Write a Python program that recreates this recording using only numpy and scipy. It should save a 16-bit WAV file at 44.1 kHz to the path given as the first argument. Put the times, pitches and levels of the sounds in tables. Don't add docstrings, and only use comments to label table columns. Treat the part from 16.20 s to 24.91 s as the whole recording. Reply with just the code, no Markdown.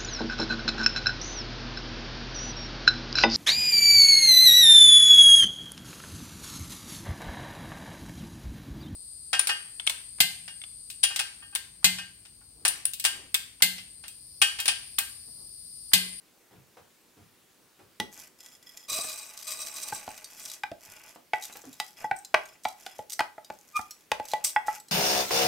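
import sys
import numpy as np
from scipy import signal
from scipy.fft import irfft
from scipy.io import wavfile
from scipy.ndimage import uniform_filter1d

SR = 44100
rng = np.random.default_rng(int(sys.argv[2]) if len(sys.argv) > 2 else 0)


def output_pcm(signal):
    pcm = np.clip(np.atleast_2d(signal).T, -1, 1) * 32767
    wavfile.write(sys.argv[1], SR, np.round(pcm).astype(np.int16))


N = 384111
TIME = np.arange(N) / SR
POT_START_S = 2.68

# frequency in Hz, relative level in dB, t60 in seconds.
GLASS_MODES = [(850.6, 1.5, 0.09), (1960, -1, 0.135), (3340, -6, 0.05), (5120, -4, 0.04), (7165, -11, 0.04),
               (9500, -19, 0.035), (12200, -17, 0.04)]
# frequency in Hz, relative level in dB, t60 in seconds.
WOOD_MODES = [(563, -18.5, 0.017), (813, 2.5, 0.031), (950, -0.5, 0.015), (1508, 0, 0.027),
              (1777, 4.5, 0.0055), (2380, 13, 0.01), (2570, 9.5, 0.0048)]
# frequency in Hz, relative level in dB, t60 in seconds.
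STEEL_MODES = [(625, -18, 0.16), (1120, -9, 0.06), (1192, -10, .08), (2442, -9, 0.075), (2522, -8, 0.095),
               (3770, -13, 0.075), (3896, -10, 0.095), (4062, -11, 0.075), (4906, -11, 0.11),
               (5560, -12, 0.04), (5945, -7, 0.05), (7390, -7, 0.02), (7735, -6, 0.03), (8140, -8, 0.06),
               (8350, -8, 0.06), (8610, -4, 0.035), (9930, 0.5, 0.005), (14500, -1, 0.0035)]


def gain_of(db):
    return 10 ** (np.asarray(db) / 20)


def decay(t, t60):
    return gain_of(-60 * t / t60)


def unit(x):
    return x / np.linalg.norm(x, axis=-1, keepdims=True)


def filtered(x, order, hz, kind):
    return signal.lfilter(*signal.butter(order, hz, kind, fs=SR), x)


def read(points, hz):
    point_hz, value = np.transpose(points)
    return np.interp(np.log(hz + 1), np.log(point_hz + 1), value)


def add(mix, s, sound):
    part = mix[..., round(s * SR):][..., :sound.shape[-1]]
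    part += sound[..., :part.shape[-1]]


def ring(modes, spot_db, shift=0, pitch=1):
    hz, db, t60 = np.transpose(modes)[:, :, None]
    spot, side, grip = rng.standard_normal((3, len(modes), 1))
    t = TIME[:SR // 7]
    waves = np.sin(2 * np.pi * hz * pitch * (1 + shift * grip) * t)
    level = gain_of(db + spot_db * spot) * decay(t, t60)
    return unit((np.sign(side) * level * waves).sum(0))


def tick():
    return unit(filtered(ring(GLASS_MODES[1:], 4), 3, 4300, "high"))


def snap(t60):
    # frequency in Hz, relative level in dB per Hz.
    heap_spectrum = [(500, -32), (1500, -12), (3000, -6.5), (6000, 4.5), (9000, -5), (13000, -1.5),
                     (16000, -20)]
    puff = rng.standard_normal(1024) * decay(TIME[:1024], t60)
    colour = irfft(gain_of(read(heap_spectrum, np.fft.rfftfreq(1024, 1 / SR))))
    return unit(np.convolve(puff, np.roll(colour, 32)[:64] * np.hanning(64)))


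def patter(level, per_s, spread_db, responses):
    size = gain_of(spread_db * np.minimum(rng.exponential(1, N), 4))
    hit = rng.random(N) < per_s / SR
    expected_power = np.mean(size ** 2) * per_s / SR
    train = level * size * hit / np.sqrt(expected_power)
    out = np.zeros((2, N))
    kind = rng.integers(0, len(responses), N)
    for k, response in enumerate(responses):
        place = np.pi / 4 + 0.44 * np.cos(np.pi * k / (len(responses) - 1))
        pan = np.sqrt(2) * np.array([[np.sin(place)], [np.cos(place)]])
        out += pan * signal.oaconvolve(train * (kind == k), response)[:N]
    return out


def air():
    # frequency in Hz, relative level in dB per Hz.
    air_spectrum = [(15, -45), (25, -23.5), (157, -8.5), (344, -5.5), (677, -12), (1330, -13),
                    (16000, -19.5)]
    level_db, same = -62, 0.6
    frames, hz = N // 256 + 5, np.fft.rfftfreq(1024, 1 / SR)
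    a, b, c, d, patches = rng.standard_normal((frames, 513, 5)).T
    patches = uniform_filter1d(uniform_filter1d(patches, size=20, axis=0), size=14, axis=1)
    left = a + 1j * b
    right = same * left + np.sqrt(1 - same ** 2) * (c + 1j * d)
    swell_db = patches / patches.std()
    z = np.array([left, right]) * gain_of(read(air_spectrum, hz)[:, None] + swell_db)
    tone = signal.istft(z, nperseg=1024, noverlap=768)[1][:, :N]
    return gain_of(level_db) * tone / tone.std()


def kitchen(x):
    # frequency in Hz, t60 in seconds.
    room_t60 = [(200, 0.32), (800, 0.29), (2500, 0.25), (14000, 0.27)]
    taps = np.zeros((3, SR // 2))
    at = np.arange(120, SR // 2 - 20, 20)
    at = at + rng.integers(0, 20, (3, len(at)))
    np.put_along_axis(taps, at, rng.choice([-1., 1.], at.shape), 1)
    hz, t, z = signal.stft(taps[:2] + 0.59 * taps[2], SR, nperseg=256)
    tail = signal.istft(z * decay(t, read(room_t60, hz)[:, None]), SR, nperseg=256)[1]
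    return signal.fftconvolve(x, unit(tail), axes=1)[:, :N]


def bumps():
    # start in seconds, peak level in dB, top frequency in Hz, t60 in seconds.
    bump_rows = [(0.309, -49.5, 478, 0.37), (0.568, -43, 910, 0.15), (0.968, -51, 377, 0.28),
                 (1.59, -48, 690, .21), (1.799, -26.5, 300, 0.03), (1.978, -51, 400, 0.032),
                 (2.714, -41.5, 500, 0.029), (4.683, -58, 129.3, 0.1), (4.959, -38, 900, 0.018),
                 (5.297, -43, 880, 0.022), (5.354, -38, 980, .05), (5.438, -42.5, 570, 0.17)]
    out, t = np.zeros(N), TIME[:SR // 4]
    for s, db, top_hz, t60 in bump_rows:
        noise = rng.standard_normal(len(t))
        knock = filtered(noise, 1, [0.43 * top_hz, top_hz], "band")
        boom = filtered(noise, 2, [80, 190], "band")
        knock *= 1 - np.exp(-t / 0.0016)
        boom *= 3.2 * np.minimum(t / 0.057, 1) ** 2
        burst = (knock + boom) * decay(t, t60)
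        add(out, s, gain_of(db) * burst / abs(burst).max())
    return out


def hum():
    start_s, length_s, hz, peak_db = 5.462, 0.048, 265, -44
    out, t = np.zeros(N), np.arange(0, length_s, 1 / SR)
    swell = np.sin(np.pi * t / length_s)
    add(out, start_s, gain_of(peak_db) * swell * np.sin(2 * np.pi * hz * t))
    return out


def squeak():
    # multiple of the fundamental, relative level in dB.
    harmonics = [(1, -4), (2, -10), (3, -30)]
    pitch_hz, full_s, hold_s, level_db = 1213, 7.563, 0.012, -20.5
    rise, fall = 1360, 6600
    tone = sum(gain_of(db) * np.sin(2 * np.pi * k * pitch_hz * TIME) for k, db in harmonics)
    t = TIME - full_s
    down_db = rise * np.maximum(-t, 0) + fall * np.maximum(t - hold_s, 0)
    return np.sqrt(2) * gain_of(level_db - np.minimum(down_db, 200)) * tone


def drops():
    # start in seconds, peak level in dB.
    drop_rows = [(2.205, -35), (2.2608, -34.5), (2.427, -42), (2.5724, -31), (4.0434, -28.5),
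                 (4.2987, -28.5), (5.145, -42), (5.223, -29.5), (5.251, -32), (5.325, -36.5), (5.37, -30),
                 (5.417, -41), (5.529, -35.5), (6.048, -30), (6.255, -39.5), (6.4873, -38), (7.246, -38.5),
                 (7.7086, -30), (8.0534, -32.5), (8.115, -26), (8.471, -33.5), (8.6, -32.5), (8.684, -39.5)]
    out = np.zeros(N)
    for s, db in drop_rows:
        sound = ring(STEEL_MODES[5:], 11.0, 0.055) if s > POT_START_S else tick()
        add(sound, 0, 0.93 * snap(0.034))
        add(out, s, gain_of(db) * sound / abs(sound).max())
    return out


def knocks():
    # start in seconds, peak level of the wood in dB before the high-pass,
    # crack and ring of the bowl in dB relative to that peak, contact in ms (limited to 0.1-3 for the force),
    # pitch factor of the wood as gripped (1 = loose).
    knock_rows = [(1.8, -25.5, 7.5, 4.5, 0.068, 1.2), (2.787, -21.5, -23, -24, 3.2, 0.84),
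                  (2.844, -26, -15, -27, 1.14, 1.1), (3.724, -20, -24, -27, 1.16, 1.01),
                  (3.878, -21.5, -10, -1, 2.3, 0.98), (4.435, -17, -7.5, -15, 0.35, 1.01),
                  (4.516, -19.5, -17, -25, 2.3, 0.85), (5.134, -9.5, -16.5, -7, 0.27, 0.95),
                  (5.6, -21, 4, -4.5, 0.43, 0.95), (5.843, -19.5, -33, 1, 0.91, 1.01),
                  (5.912, -11.5, -19.5, -14.5, 0.8, 0.98), (6.142, -6, -18.5, -16, 0.25, .8),
                  (6.144, -4, -14, -16, 0.14, 1.02), (6.452, -13.5, -7.5, -8.5, 0.66, 0.97),
                  (6.664, -25.5, 3, -31, 0.59, 0.97), (6.791, -22, -21, -3.5, 1.35, 0.92),
                  (6.993, -14, -5, -4, 0.26, 0.85), (7.005, -11.5, -8.5, -33, 0.52, 1.044),
                  (7.18, -29, -20, -9, 0.74, 0.83), (7.301, -20, -14.5, -15.5, 0.77, 1.04),
                  (7.592, -21.5, -26, -11, 0.89, 0.89), (7.917, -9, -7.5, -23.5, 0.51, 1.06),
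                  (7.998, -20.5, -13.5, -2, 1.4, 0.98), (8.135, -17.5, -4, 2.5, 0.68, 0.966),
                  (8.362, -11, -22.5, 1, 0.35, 0.96), (8.482, -22.5, -28, 7.5, 0.72, 1.6)]
    flat_thud_db = 14
    out, thuds, spot_db = np.zeros(N), np.zeros(N), 2
    for s, db, crack_db, glass_db, contact_ms, pitch in knock_rows:
        u = TIME[:800] / (np.clip(contact_ms, .1, 3) / 1000)
        force = u ** 2 * np.exp(-5.0 * u)
        rebound = 1.2 * np.roll(force, int(rng.uniform(0.001587, 0.003496) * SR))
        wood = signal.oaconvolve(ring(WOOD_MODES, spot_db, 0.028, pitch), force + rebound)
        glass = signal.oaconvolve(ring(GLASS_MODES, spot_db, 0.00316), force)
        crack_and_thud_t60 = np.array([[.018], [.05]])
        crack, thud = rng.standard_normal((2, 3000)) * decay(TIME[:3000], crack_and_thud_t60)
        crack = filtered(crack, 1, [2500, 4200], "band")
        add(out, s, gain_of(db) * wood / abs(wood).max())
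        add(out, s, gain_of(db + glass_db) * glass / abs(glass).max())
        add(out, s, gain_of(db + crack_db) * crack / abs(crack).max())
        add(thuds, s, gain_of(db - 17.5 + flat_thud_db * min(contact_ms, 1)) * thud)
    out = filtered(out, 3, 580, "high")
    return out + filtered(thuds, 2, [70, 420], "band")


def strokes():
    # start in seconds, length in seconds, rustle level in dB,
    # scraping level in dB, share of the rustle's power that ticks on glass (0-1).
    stroke_rows = [(1.91, 0.18, -50, -59, 0.07), (2.179, 0.2, -54, -65.5, 0.7),
                   (2.407, 0.27, -56.5, -66, 0.85), (2.692, 0.56, -53, -56, 0),
                   (3.233, 0.85, -56.5, -52.5, 0.03), (4.061, 0.33, -50.5, -58, 0.15),
                   (4.598, 0.36, -53, -56, 0.28), (5.127, 0.31, -53.5, -57, 0),
                   (5.38, 0.37, -55, -68.5, 0.2), (5.763, 0.11, -52.5, -52, 0.36),
                   (6.139, 0.23, -62, -58.5, 0.4), (6.558, 0.28, -54.5, -60.5, 0.26),
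                   (7.292, 0.57, -61.5, -70, 0.33), (7.935, 0.44, -65, -57, 0.2),
                   (8.447, 0.14, -48, -49.5, 0.14)]
    late, full = 1.04, 0.86
    out = np.zeros((3, N))
    for s, length, rustle_db, scrape_db, glass in stroke_rows:
        progress = np.arange(0, 1, 1 / (length * SR))
        swell = abs(np.sin(np.pi * progress ** late)) ** full
        rustle, scraping = gain_of(rustle_db) ** 2, gain_of(scrape_db) ** 2
        add(out, s, np.outer([rustle * (1 - glass), rustle * glass, scraping], swell))
    return out


def scrape():
    bodies = []
    for _ in range(6):
        wood = ring(WOOD_MODES, 3.1, .08)
        bowl = ring(GLASS_MODES[:2], 4.5)
        pot = ring(STEEL_MODES[:5], 1.3)
        bodies.append(unit(wood + 0.35 * bowl + 0.35 * pot))
    return patter(np.sqrt(strokes()[2]), 470, 2.3, bodies)


def spills():
    # start in seconds, level in dB, hold in seconds,
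    # fade in dB per second, share of the power on bare steel (0-1).
    spill_rows = [(2.679, -34, 0.13, 65.5, 0.71), (2.978, -43.5, 0.042, 300, 0.62),
                  (3.166, -46.5, 0.095, 157, 0.18), (3.264, -35.5, 0.06, 248, 0.6),
                  (3.38, -38, 0.038, 304, 0.8), (3.441, -45, 0.074, 144, 0.45),
                  (3.537, -40.5, 0.14, 250, 0.53), (3.713, -40.5, 0.029, 95.5, 0.54),
                  (3.943, -51, 0.02, 106, 0.4), (4.185, -47.5, 0.15, 287, 0.34),
                  (5.21, -48.5, 0.05, 400, 0.06), (5.958, -46, 0.013, 405, 0.86),
                  (6.42, -50, 0.069, 236, 0.12), (6.893, -43.5, 0.041, 489, 0.4),
                  (7.552, -43.5, 0.012, 304, 0.16), (8.074, -45.5, 0.058, 400, 0.01),
                  (8.238, -24, 0.012, 340, 0.7)]
    rise_s = .006
    out, t = np.zeros((2, N)), TIME[:SR]
    for s, db, hold, fade, steel in spill_rows:
        level = gain_of(db - fade * np.maximum(t - hold, 0)) * np.minimum(t / rise_s, 1)
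        add(out, s, np.outer([steel, 1 - steel], level ** 2))
    return out


def rice():
    clumps = uniform_filter1d(uniform_filter1d(rng.standard_normal(N), size=500), size=300)
    clumps = gain_of(2.3 * clumps / clumps.std())
    power = np.vstack([spills(), strokes()[:2]])
    steel, heap, slide, glass = clumps * np.sqrt(power)
    flow = clumps * np.sqrt(power.sum(0))
    per_s = np.clip(3000 * (flow / gain_of(-33.0)) ** 0.9, 90, 9000)
    bare = np.clip(1 - (TIME - POT_START_S) / 3.3, .15, 1)

    high_steel = [ring(STEEL_MODES[9:], 3, 0.0059) for _ in range(8)]
    middle_steel = [ring(STEEL_MODES[5:9], 3, .005) for _ in range(4)]
    low_steel = [ring(STEEL_MODES[:5], 3, .008) for _ in range(4)]
    glass_ticks = [tick() for _ in range(6)]
    heap_snaps = [snap(0.019) for _ in range(4)]
    slide_snaps = [snap(0.0021) for _ in range(4)]
    return (patter(steel, per_s, 6.2, high_steel)
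            + patter(.5 * bare * steel, per_s, 4.5, middle_steel)
            + patter(0.45 * bare * steel, per_s, 1.8, low_steel)
            + patter(glass, 0.32 * per_s, 3, glass_ticks)
            + patter(heap, 0.35 * per_s, 3.73, heap_snaps)
            + patter(slide, 1.5 * per_s, 3.2, slide_snaps))


def scene():
    clear = rice() + scrape() + knocks() + drops() + squeak() + hum()
    dull = bumps()[None]
    return clear + gain_of(-8.0) * kitchen(clear) + dull + 1.04 * kitchen(dull) + air()


def record(dry):
    edge_hz = 15850
    lowpass = signal.firwin(511, edge_hz, window=("kaiser", 9), fs=SR)
    return signal.oaconvolve(dry, lowpass[None], "same")


dry = scene()
out = record(dry)
output_pcm(out)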